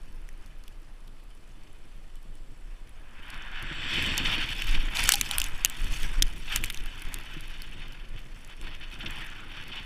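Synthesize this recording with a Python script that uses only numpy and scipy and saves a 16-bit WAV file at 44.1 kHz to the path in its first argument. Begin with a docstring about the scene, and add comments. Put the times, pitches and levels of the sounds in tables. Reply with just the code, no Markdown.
"""A snowboard's edge crushes snow, running quietly across a slope, then turning and side-slipping over chop.
Each breaking crystal is an impulse; thousands a second merge into a rasp, with a patter of fine spray.
The board thuds on ridges and sings briefly on crust, and thrown ice pellets ring the plastic case of a
helmet camera, whose mount knocks twice. Turbulent wind buffets the microphone port, over the camera's
own hiss and a faint electronic whine."""
import sys
import numpy as np
from scipy import signal
from scipy.fft import rfft, irfft, next_fast_len
from scipy.io import wavfile
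from scipy.ndimage import uniform_filter1d

SR = 44100
rng = np.random.default_rng(int(sys.argv[2]) if len(sys.argv) > 2 else 0)


def wav_record(signal):
    """Record a signal, one row per channel, as 16-bit PCM in the file named by sys.argv[1]."""
    frames = np.transpose(np.atleast_2d(signal))
    bounded = np.clip(frames, -1, 1)
    # unit amplitude maps onto the largest positive 16-bit level
    quanta = np.round(bounded * 32767).astype(np.int16)
    wavfile.write(sys.argv[1], SR, quanta)


N = 434385

# the board's steady slide: time_s, crush_db, spray_db, rasp_re_crush_db
SLIDE_LEVELS = [(0, -70.5, -68.5, 9.5), (.4, -70, -70.5, 10.5), (1.1, -70, -72, 2.5),
                (1.75, -66.5, -71.5, 3.5), (2.4, -69, -72, 1.5), (3.1, -67.5, -71.5, 11.5),
                (3.3, -51, -66, 8.5), (3.5, -52, -70, 7.5), (3.8, -39.5, -66, -0.5), (3.95, -29, -51, -8),
                (4.13, -33, -54.5, -2), (4.47, -40, -53.5, -5), (4.7, -37, -46.5, -2.5),
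                (4.9, -45, -57.5, 3), (5.2, -43, -44.5, -2.5), (5.5, -52.5, -57, 8), (5.8, -47, -54.5, 3),
                (5.95, -42.5, -46, -0.5), (6.2, -52, -54, 9), (6.45, -50, -57, -2), (7.1, -52, -59, 8),
                (7.55, -48.5, -61, -2), (7.95, -56, -68.5, 4), (8.38, -62.5, -64, 7.5),
                (8.9, -56.5, -66, 0.5), (9.15, -45.5, -56.5, 4.5), (9.45, -52, -68, 3),
                (9.85, -47.5, -64.5, 0)]
# the edge bites into ridges: start_s, hold_s, crush_db, spray_db
EDGE_BITES = [(3.543, 0.053, -47.5, -70), (4.167, 0.024, -31, -49), (4.248, 0.098, -30.5, -50),
              (4.25, 0.0057, -26, -53), (4.377, 0.063, -31, -53.5), (4.486, 0.041, -36.5, -57),
              (4.741, 0.0092, -28, -63), (4.946, 0.19, -35, -36), (5.26, 0.0091, -39, -55),
              (5.304, 0.046, -37.5, -43.5), (5.38, 0.09, -45, -48), (6.476, 0.034, -39.5, -56.5),
              (6.517, 0.057, -35, -45.5), (6.631, 0.015, -41, -47), (7.792, 0.043, -50, -73),
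              (8.158, 0.033, -55.5, -78), (8.494, 0.038, -50.5, -68), (8.635, 0.12, -48, -67),
              (8.81, 0.036, -45, -76), (8.908, 0.037, -46.5, -61.5), (9.004, 0.014, -38.5, -66),
              (9.058, 0.0043, -30, -59), (9.514, 0.11, -47.5, -65), (9.716, 0.014, -39, -71),
              (9.752, 0.043, -41, -68)]
# spectrum of crushed snow: frequency_hz, relative_db
CRUSH_SPECTRUM = [(350, -44), (600, -7.5), (1140, 6), (1540, 0), (1860, 0), (3000, 2), (3590, 4.5),
                  (4030, -15), (4410, -8.5), (4880, -15), (5660, -16.5), (6260, -25), (9000, -31),
                  (11700, -57), (19800, -120)]
# spectrum of fine spray: frequency_hz, relative_db
SPRAY_SPECTRUM = [(2350, 4.5), (4000, -9.5), (4470, -4), (7020, -7.5), (13400, -12.5), (15700, -30.5),
                  (16000, -60.5)]
# a rasp that climbs as the turn tightens: time_s, pitch_hz, level_db
DIG_GLIDE = [(3.1, 1600, -65), (3.3, 1634, -54.5), (3.6, 1602, -45.5), (3.9, 1759, -46), (4.5, 2000, -51)]
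# the edge sings on hard crust: time_s, pitch_hz, level_db
SQUEAL_GLIDE = [(9.17, 1890, -75), (9.21, 1853, -48), (9.29, 1715, -46), (9.31, 1460, -57),
                (9.44, 1390, -47.5), (9.5, 1380, -69)]
# a thin treble sizzle: time_s, level_db
SIZZLE_LEVELS = [(0, -87), (2.6, -76.5), (3.0, -84), (3.55, -76), (3.75, -62.5), (4.1, -54.5), (4.4, -71),
                 (4.8, -90)]
# ice striking the case: time_s, patch_peak_db, patch_hz, hollow_hz, hollow_re_patch_db
PELLET_HITS = [(0.2895, -42.5, 6000, 2100, 1), (0.68, -40.5, 6900, 3240, 3), (1.079, -52.5, 8000, 2980, 7),
               (2.1563, -47, 7960, 3000, -3), (3.303, -40.5, 7200, 4400, 4.5),
               (3.3435, -42, 4870, 3700, -8), (3.423, -47, 5550, 4200, -1), (3.6264, -33, 9450, 3000, -15),
               (4.0255, -30, 8820, 2500, 0), (4.063, -30.5, 8200, 3070, -11), (4.179, -15, 6000, 3160, -28),
               (4.354, -39, 9400, 3020, -10), (4.621, -28.5, 6580, 2590, 10),
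               (4.9707, -29, 6400, 3360, 14.5), (5.0392, -17.5, 7900, 2300, -1.5),
               (5.0911, -4, 5670, 2440, -1), (5.1202, -12, 7000, 2870, 2), (5.122, -13.5, 7460, 4700, 7.5),
               (5.1379, -18.5, 9000, 4900, 10), (5.142, -19.5, 9000, 3420, 9), (5.156, -20, 9300, 5000, 1),
               (5.2121, -11, 6400, 2520, -1.5), (5.312, -18, 8200, 3150, 3),
               (5.3832, -6.5, 10400, 2870, -10), (5.401, -16, 5300, 2900, -10),
               (5.417, -16.5, 7350, 2680, 2.5), (5.4413, -21, 6040, 2920, -6),
               (5.486, -34, 9500, 3000, -15), (5.6487, -4, 6300, 3000, -6.5), (5.658, -20, 8100, 2700, 5),
               (5.6987, -24.5, 7550, 3000, -6), (5.845, -35, 8500, 3000, -16),
               (6.0322, -28.5, 5400, 3020, 2), (6.2232, -8, 5900, 3280, 0.5),
               (6.226, -11.5, 5360, 3280, -2), (6.5609, -7.5, 7840, 2800, -6.5),
               (6.639, -20, 8300, 2380, 5), (6.644, -22, 5460, 2950, -2), (6.6594, -27, 5800, 3400, -18),
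               (6.701, -28.5, 7400, 2800, 7.5), (6.706, -33.5, 10000, 2000, 6),
               (6.7255, -31, 12000, 3000, -12), (6.7452, -28, 6560, 2650, 1),
               (6.774, -36.5, 5430, 3500, 9.5), (6.858, -36, 8100, 2680, -12), (6.861, -38, 12000, 2170, 8),
               (7.0206, -31.5, 8900, 3000, -12), (7.1424, -20.5, 7660, 3050, -4.5),
               (7.187, -39.5, 9500, 2570, 8), (7.4083, -33.5, 9000, 4300, -6), (7.62, -35.5, 9300, 4500, 4),
               (7.882, -47, 5600, 3000, -6), (7.9232, -40, 5160, 3040, -15), (8.4479, -43.5, 6900, 4800, 2),
               (8.614, -40, 6150, 2980, 7), (8.942, -40, 5150, 3000, -20), (9.1078, -34.5, 7400, 2980, -10),
               (9.2643, -37.5, 8800, 3000, -12)]
# resonances and one dip of the case: centre_hz, width_hz, boost_db
CASE_RESONANCES = [(1160, 260, -8), (1644, 420, 4), (2555, 370, 5), (3016, 105, 8), (4374, 180, 6),
                   (5580, 1400, 5.5), (7980, 400, 5.5)]
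# the board strikes ridges: start_s, level_db
BOARD_THUDS = [(3.709, -25.5), (6.217, -27), (7.363, -27)]
# modes of the board: pitch_hz, relative_db, t60_s
BOARD_MODES = [(153, -6, 0.097), (314, -4.5, 0.05)]
# hollow knocks in the mount: start_s, level_db
MOUNT_KNOCKS = [(5.136, -24), (5.309, -33)]
# the mount's single mode: pitch_hz, relative_db, t60_s
MOUNT_MODES = [(811, -2.5, 0.096)]
# steady airflow: time_s, buffet_db, rumble_db
WIND_LEVELS = [(0, -35, -55.5), (.6, -40.5, -60), (1.4, -43, -60.5), (2.4, -37.5, -59), (3.05, -40, -57),
               (3.6, -35, -50), (3.95, -35.5, -40), (4.3, -30.5, -37.5), (4.55, -35, -45), (5.2, -36, -48),
               (6.4, -31, -50.5), (7.0, -44, -52.5), (7.45, -35, -52.5), (8.4, -40.5, -54),
               (8.9, -44.5, -55.5), (9.08, -36, -43.5), (9.3, -39.5, -55), (9.85, -42, -48.5)]
# gusts on the microphone port: start_s, hold_s, buffet_db, rumble_db
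WIND_GUSTS = [(4.65, 0.1, -17.5, -43), (4.976, 0.075, -28, -42), (5.366, 0.19, -29.5, -56),
              (5.801, 0.12, -25, -51), (6.019, 0.023, -21, -45), (6.169, 0.02, -18.5, -44),
              (6.531, 0.069, -28.5, -45.5), (6.769, 0.04, -27, -52), (7.04, 0.043, -30, -52),
              (8.09, 0.036, -34.5, -55), (8.584, 0.082, -32.5, -52), (8.779, 0.022, -32, -58)]
# spectrum of eddy pressure: frequency_hz, relative_db
BUFFET_SPECTRUM = [(2.9, -27.5), (5.0, 2.5), (27, 6), (39, -12.5), (60, -17.5), (78, -43), (130, -120)]
# spectrum of wind rumble: frequency_hz, relative_db
RUMBLE_SPECTRUM = [(35, -52.5), (60, 1.5), (135, 0.5), (177, -4.5), (327, -6.5), (401, -14.5), (500, -15),
                   (650, -20), (1100, -120)]
# spectrum of electronic hiss: frequency_hz, relative_db
HISS_SPECTRUM = [(180, -35.5), (300, -2.5), (1210, -5.5), (3030, -23), (4090, -15.5), (7080, -23.5),
                 (10400, -19), (11500, -33), (13500, -23.5), (15200, -40.5), (16000, -88.5)]
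# electronic tones: pitch_hz, rms_db
WHINE_TONES = [(10643, -81), (13189, -90)]

CHOP_S = 4.45  # smooth snow before, chopped snow after
PELLET_RISE_S = .0005


def edge():
    """Brittle fracture: crystals break in clumps under the edge; the finest spray patters on the case."""
    crush_db, spray_db = edge_levels()
    clumps = lumps(0.0088)
    clump_depth_db = np.where(np.arange(N) < CHOP_S * SR, .6, 1.6)
    fractures = grains(per_s=9000, spread_db=2.85) * gain_of(clump_depth_db * clumps)
    crush = patchy(coloured(fractures, CRUSH_SPECTRUM, CASE_RESONANCES), depth_db=1.3)
    rasp, swish = butterworth(crush, 4, 2200, "low"), butterworth(crush, 4, 2200, "high")
    lagging_db = uniform_filter1d(crush_db, round(.07 * SR))  # the whole board answers slowly
    rasp_db = lagging_db + curves(SLIDE_LEVELS)[2]
    patter = grains(per_s=5000, spread_db=3.3) * gain_of(2.6 * clumps)
    spray = coloured(patter, SPRAY_SPECTRUM, CASE_RESONANCES)
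    spray = butterworth(spray, 4, 2600, "high")  # too light to move the case low down
    spray = patchy(spray, depth_db=3.9)
    return gain_of(rasp_db) * rasp + gain_of(crush_db) * swish + gain_of(spray_db) * spray


def edge_levels():
    """Power summation: the steady slide plus the bites gives the crush and spray levels in dB."""
    return swells(curves(SLIDE_LEVELS)[:2], EDGE_BITES, rise_s=0.0033, fall_db_per_s=1002)


def edge_dig():
    """Modulation: a carrier shifts dense snaps into a climbing band, heard only during the turn."""
    hz, db = curves(DIG_GLIDE)
    t = np.arange(N) / SR
    turning = (t > DIG_GLIDE[0][0]) * (t < DIG_GLIDE[-1][0])
    snaps = butterworth(grains(per_s=9000, spread_db=2.), 2, 190, "low")
    return gain_of(db) * turning * evened(snaps * carrier(hz))


def edge_squeal():
    """Random amplitude modulation: a sinking tone on crust spreads into a rough, broken band."""
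    hz, db = curves(SQUEAL_GLIDE)
    roughness = evened(lumps(0.0017) * gain_of(4. * lumps(.012)))
    return gain_of(db) * roughness * np.sqrt(2) * carrier(hz)


def sizzle(centre_hz=7670, width_hz=1000):
    """Resonant filtering: dense tiny snaps merge into one narrow treble band."""
    snaps = grains(per_s=6000, spread_db=3.1)
    band = ring(ring(snaps, centre_hz, width_hz), centre_hz, width_hz)
    return gain_of(curves(SIZZLE_LEVELS)[0]) * evened(band)


def pellet(db, patch_hz, hollow_hz, hollow_db, noise):
    """Impact excitation: a shattering pellet rings a patch of the case, its hollow and its dull body."""
    t = np.arange(len(noise)) / SR
    decay = np.exp(-t / 0.00031) + 0.15 * np.exp(-t / 0.0016)
    burst = noise * decay * np.minimum(t / PELLET_RISE_S, 1) ** 4
    patch = ring(burst, patch_hz, 0.27 * patch_hz)
    hollow = ring(ring(burst, hollow_hz, 0.3 * hollow_hz), hollow_hz, 1.5 * hollow_hz)
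    body = ring(ring(burst, 1850, 1300), 1850, 2500)
    snap = ring(burst, 4800, 8000)
    patch, hollow, body, snap = (part / abs(part).max() for part in (patch, hollow, body, snap))
    return gain_of(db) * (patch + 0.6 * snap + gain_of(hollow_db) * (hollow + 0.26 * body))


def pellets():
    """Shot noise: small hits come thicker and harder with the spray, beneath the distinct listed ones."""
    out = np.zeros(N)
    for (time_s, *hit), noise in zip(PELLET_HITS, rng.standard_normal((len(PELLET_HITS), 500))):
        add(out, time_s - PELLET_RISE_S, pellet(*hit, noise))
    excess_spray_db = np.maximum(edge_levels()[1] + 72, 0)
    for patch_hz in (5000, 6500, 8400, 8700, 10600):
        impacts = grains(per_s=2.2 + .95 * excess_spray_db, spread_db=2.4) * gain_of(.62 * excess_spray_db)
        tick = pellet(-58, patch_hz, hollow_hz=3300, hollow_db=-9, noise=rng.standard_normal(500))
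        out += signal.oaconvolve(impacts, tick)[:N]
    return out


def blows(rows, modes, rise_s):
    """Free vibration: each blow sets the same damped modes of the board or mount ringing."""
    out, t = np.zeros(N), np.arange(SR // 5) / SR
    ringing = sum(gain_of(db - 60 * t / t60_s) * np.sin(2 * np.pi * hz * t) for hz, db, t60_s in modes)
    for start_s, db in rows:
        add(out, start_s, gain_of(db) * ringing * np.minimum(t / rise_s, 1))
    return out


def wind():
    """Turbulent pressure: eddies push on the microphone port; gusts and jolts rumble above them."""
    buffet_db, rumble_db = swells(curves(WIND_LEVELS), WIND_GUSTS, rise_s=0.014, fall_db_per_s=102)
    eddies = coloured(rng.standard_normal(N), BUFFET_SPECTRUM)
    local_rms = np.sqrt(abs(uniform_filter1d(eddies ** 2, 6000)))
    eddies = evened(eddies / (0.19 + local_rms))  # levelled, so the gusts set the swell
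    jolts = rng.standard_normal(N) * gain_of(2.3 * lumps(0.015) + 1.1 * lumps(0.14))
    return gain_of(buffet_db) * eddies + gain_of(rumble_db) * coloured(jolts, RUMBLE_SPECTRUM)


def camera(hiss_db=-63.5):
    """Electronic self-noise: broadband hiss with thin steady tones."""
    t = np.arange(N) / SR
    hiss = patchy(coloured(rng.standard_normal(N), HISS_SPECTRUM), depth_db=0.99)
    whine = sum(gain_of(db) * np.sqrt(2) * np.sin(2 * np.pi * (hz * t + rng.random()))
                for hz, db in WHINE_TONES)
    return gain_of(hiss_db) * hiss + whine


def grains(per_s, spread_db):
    """A Poisson process: random snaps of either sign, a few much larger than the rest."""
    size = gain_of(spread_db * np.minimum(rng.exponential(1, N), 5))
    return size * rng.choice([-1., 1.], N) * (rng.random(N) < per_s / SR)


def lumps(seconds):
    """Correlated noise of unit rms, changing over about this time."""
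    size = max(round(seconds * SR), 1)
    return evened(uniform_filter1d(uniform_filter1d(rng.standard_normal(N), size), size))


def swells(steady_db, rows, rise_s, fall_db_per_s):
    """Incoherent addition: events that rise, hold and fall add their power to each steady level."""
    t, powers = np.arange(SR // 2) / SR, gain_of(steady_db) ** 2
    for start_s, hold_s, *peaks_db in rows:
        fall = gain_of(-fall_db_per_s * np.maximum(t - rise_s - hold_s, 0))
        envelope = np.minimum(t / rise_s, 1) * fall
        for power, peak_db in zip(powers, peaks_db):
            add(power, start_s, (gain_of(peak_db) * envelope) ** 2)
    return 10 * np.log10(powers)


def coloured(x, spectrum, resonances=()):
    """Minimum-phase filtering: a spectrum and resonances act causally, as in a passive body; unit rms."""
    size = next_fast_len(len(x) + SR)
    hz = np.abs(np.fft.fftfreq(size, 1 / SR))
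    points_hz, points_db = np.transpose(spectrum)
    level_db = np.interp(np.log(hz + 1), np.log(points_hz + 1), points_db)
    for centre_hz, width_hz, boost_db in resonances:
        level_db += boost_db / (1 + (2 * (hz - centre_hz) / width_hz) ** 2)
    log_gain = np.log(gain_of(np.maximum(level_db, -100)))
    response = np.exp(log_gain - 1j * np.imag(signal.hilbert(log_gain)))
    return evened(irfft(rfft(x, size) * response[:size // 2 + 1], size)[:len(x)])


def patchy(x, depth_db):
    """Spectral modulation: short patches of the spectrum rise and sink, so the colour flickers."""
    spectra = signal.stft(x, nperseg=512)[2]
    across_bands = uniform_filter1d(rng.standard_normal(spectra.shape), 4, axis=0)
    patches = evened(uniform_filter1d(across_bands, 5, axis=1))
    return evened(signal.istft(spectra * gain_of(depth_db * patches), nperseg=512)[1][:N])


def ring(x, hz, width_hz):
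    """A damped two-pole resonance that passes no steady pressure."""
    radius = np.exp(-np.pi * width_hz / SR)
    angle = 2 * np.pi * min(hz, SR / 2.2) / SR
    return signal.lfilter([1, -1], [1, -2 * radius * np.cos(angle), radius * radius], x)


def butterworth(x, order, hz, kind):
    """A maximally flat low-pass or high-pass filter."""
    return signal.sosfilt(signal.butter(order, hz, kind, fs=SR, output="sos"), x)


def carrier(hz):
    """A gliding sine: phase is the integral of frequency."""
    return np.sin(2 * np.pi * np.cumsum(hz) / SR)


def curves(rows):
    """Linear interpolation of each column over time."""
    times_s, *columns = np.transpose(rows)
    return [np.interp(np.arange(N) / SR, times_s, column) for column in columns]


def add(mix, start_s, sound):
    """Superposes a sound on the mix."""
    part = mix[round(start_s * SR):][:len(sound)]
    part += sound[:len(part)]


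def gain_of(db):
    """Decibels to amplitude."""
    return 10 ** (np.asarray(db) / 20)


def evened(x):
    """Normalises to unit rms."""
    return x / np.sqrt(np.mean(x ** 2) + 1e-20)


def scene():
    """Superposition: all sources sum at one microphone."""
    impacts = pellets() + blows(MOUNT_KNOCKS, MOUNT_MODES, rise_s=0.0034)
    impacts += blows(BOARD_THUDS, BOARD_MODES, rise_s=0.0062)
    return (wind() + edge() + edge_dig() + edge_squeal() + sizzle() + impacts + camera())[None]


def record(dry):
    """Band limiting and clipping: the top treble fades, full scale caps the peaks, a low-pass follows."""
    heard = butterworth(dry, 14, 14900, "low")
    band_limit = signal.firwin(511, 16600, window=("kaiser", 9), fs=SR)
    return signal.oaconvolve(np.clip(heard, -1, 1), band_limit[None], "same")


dry = scene()
out = record(dry)
wav_record(out)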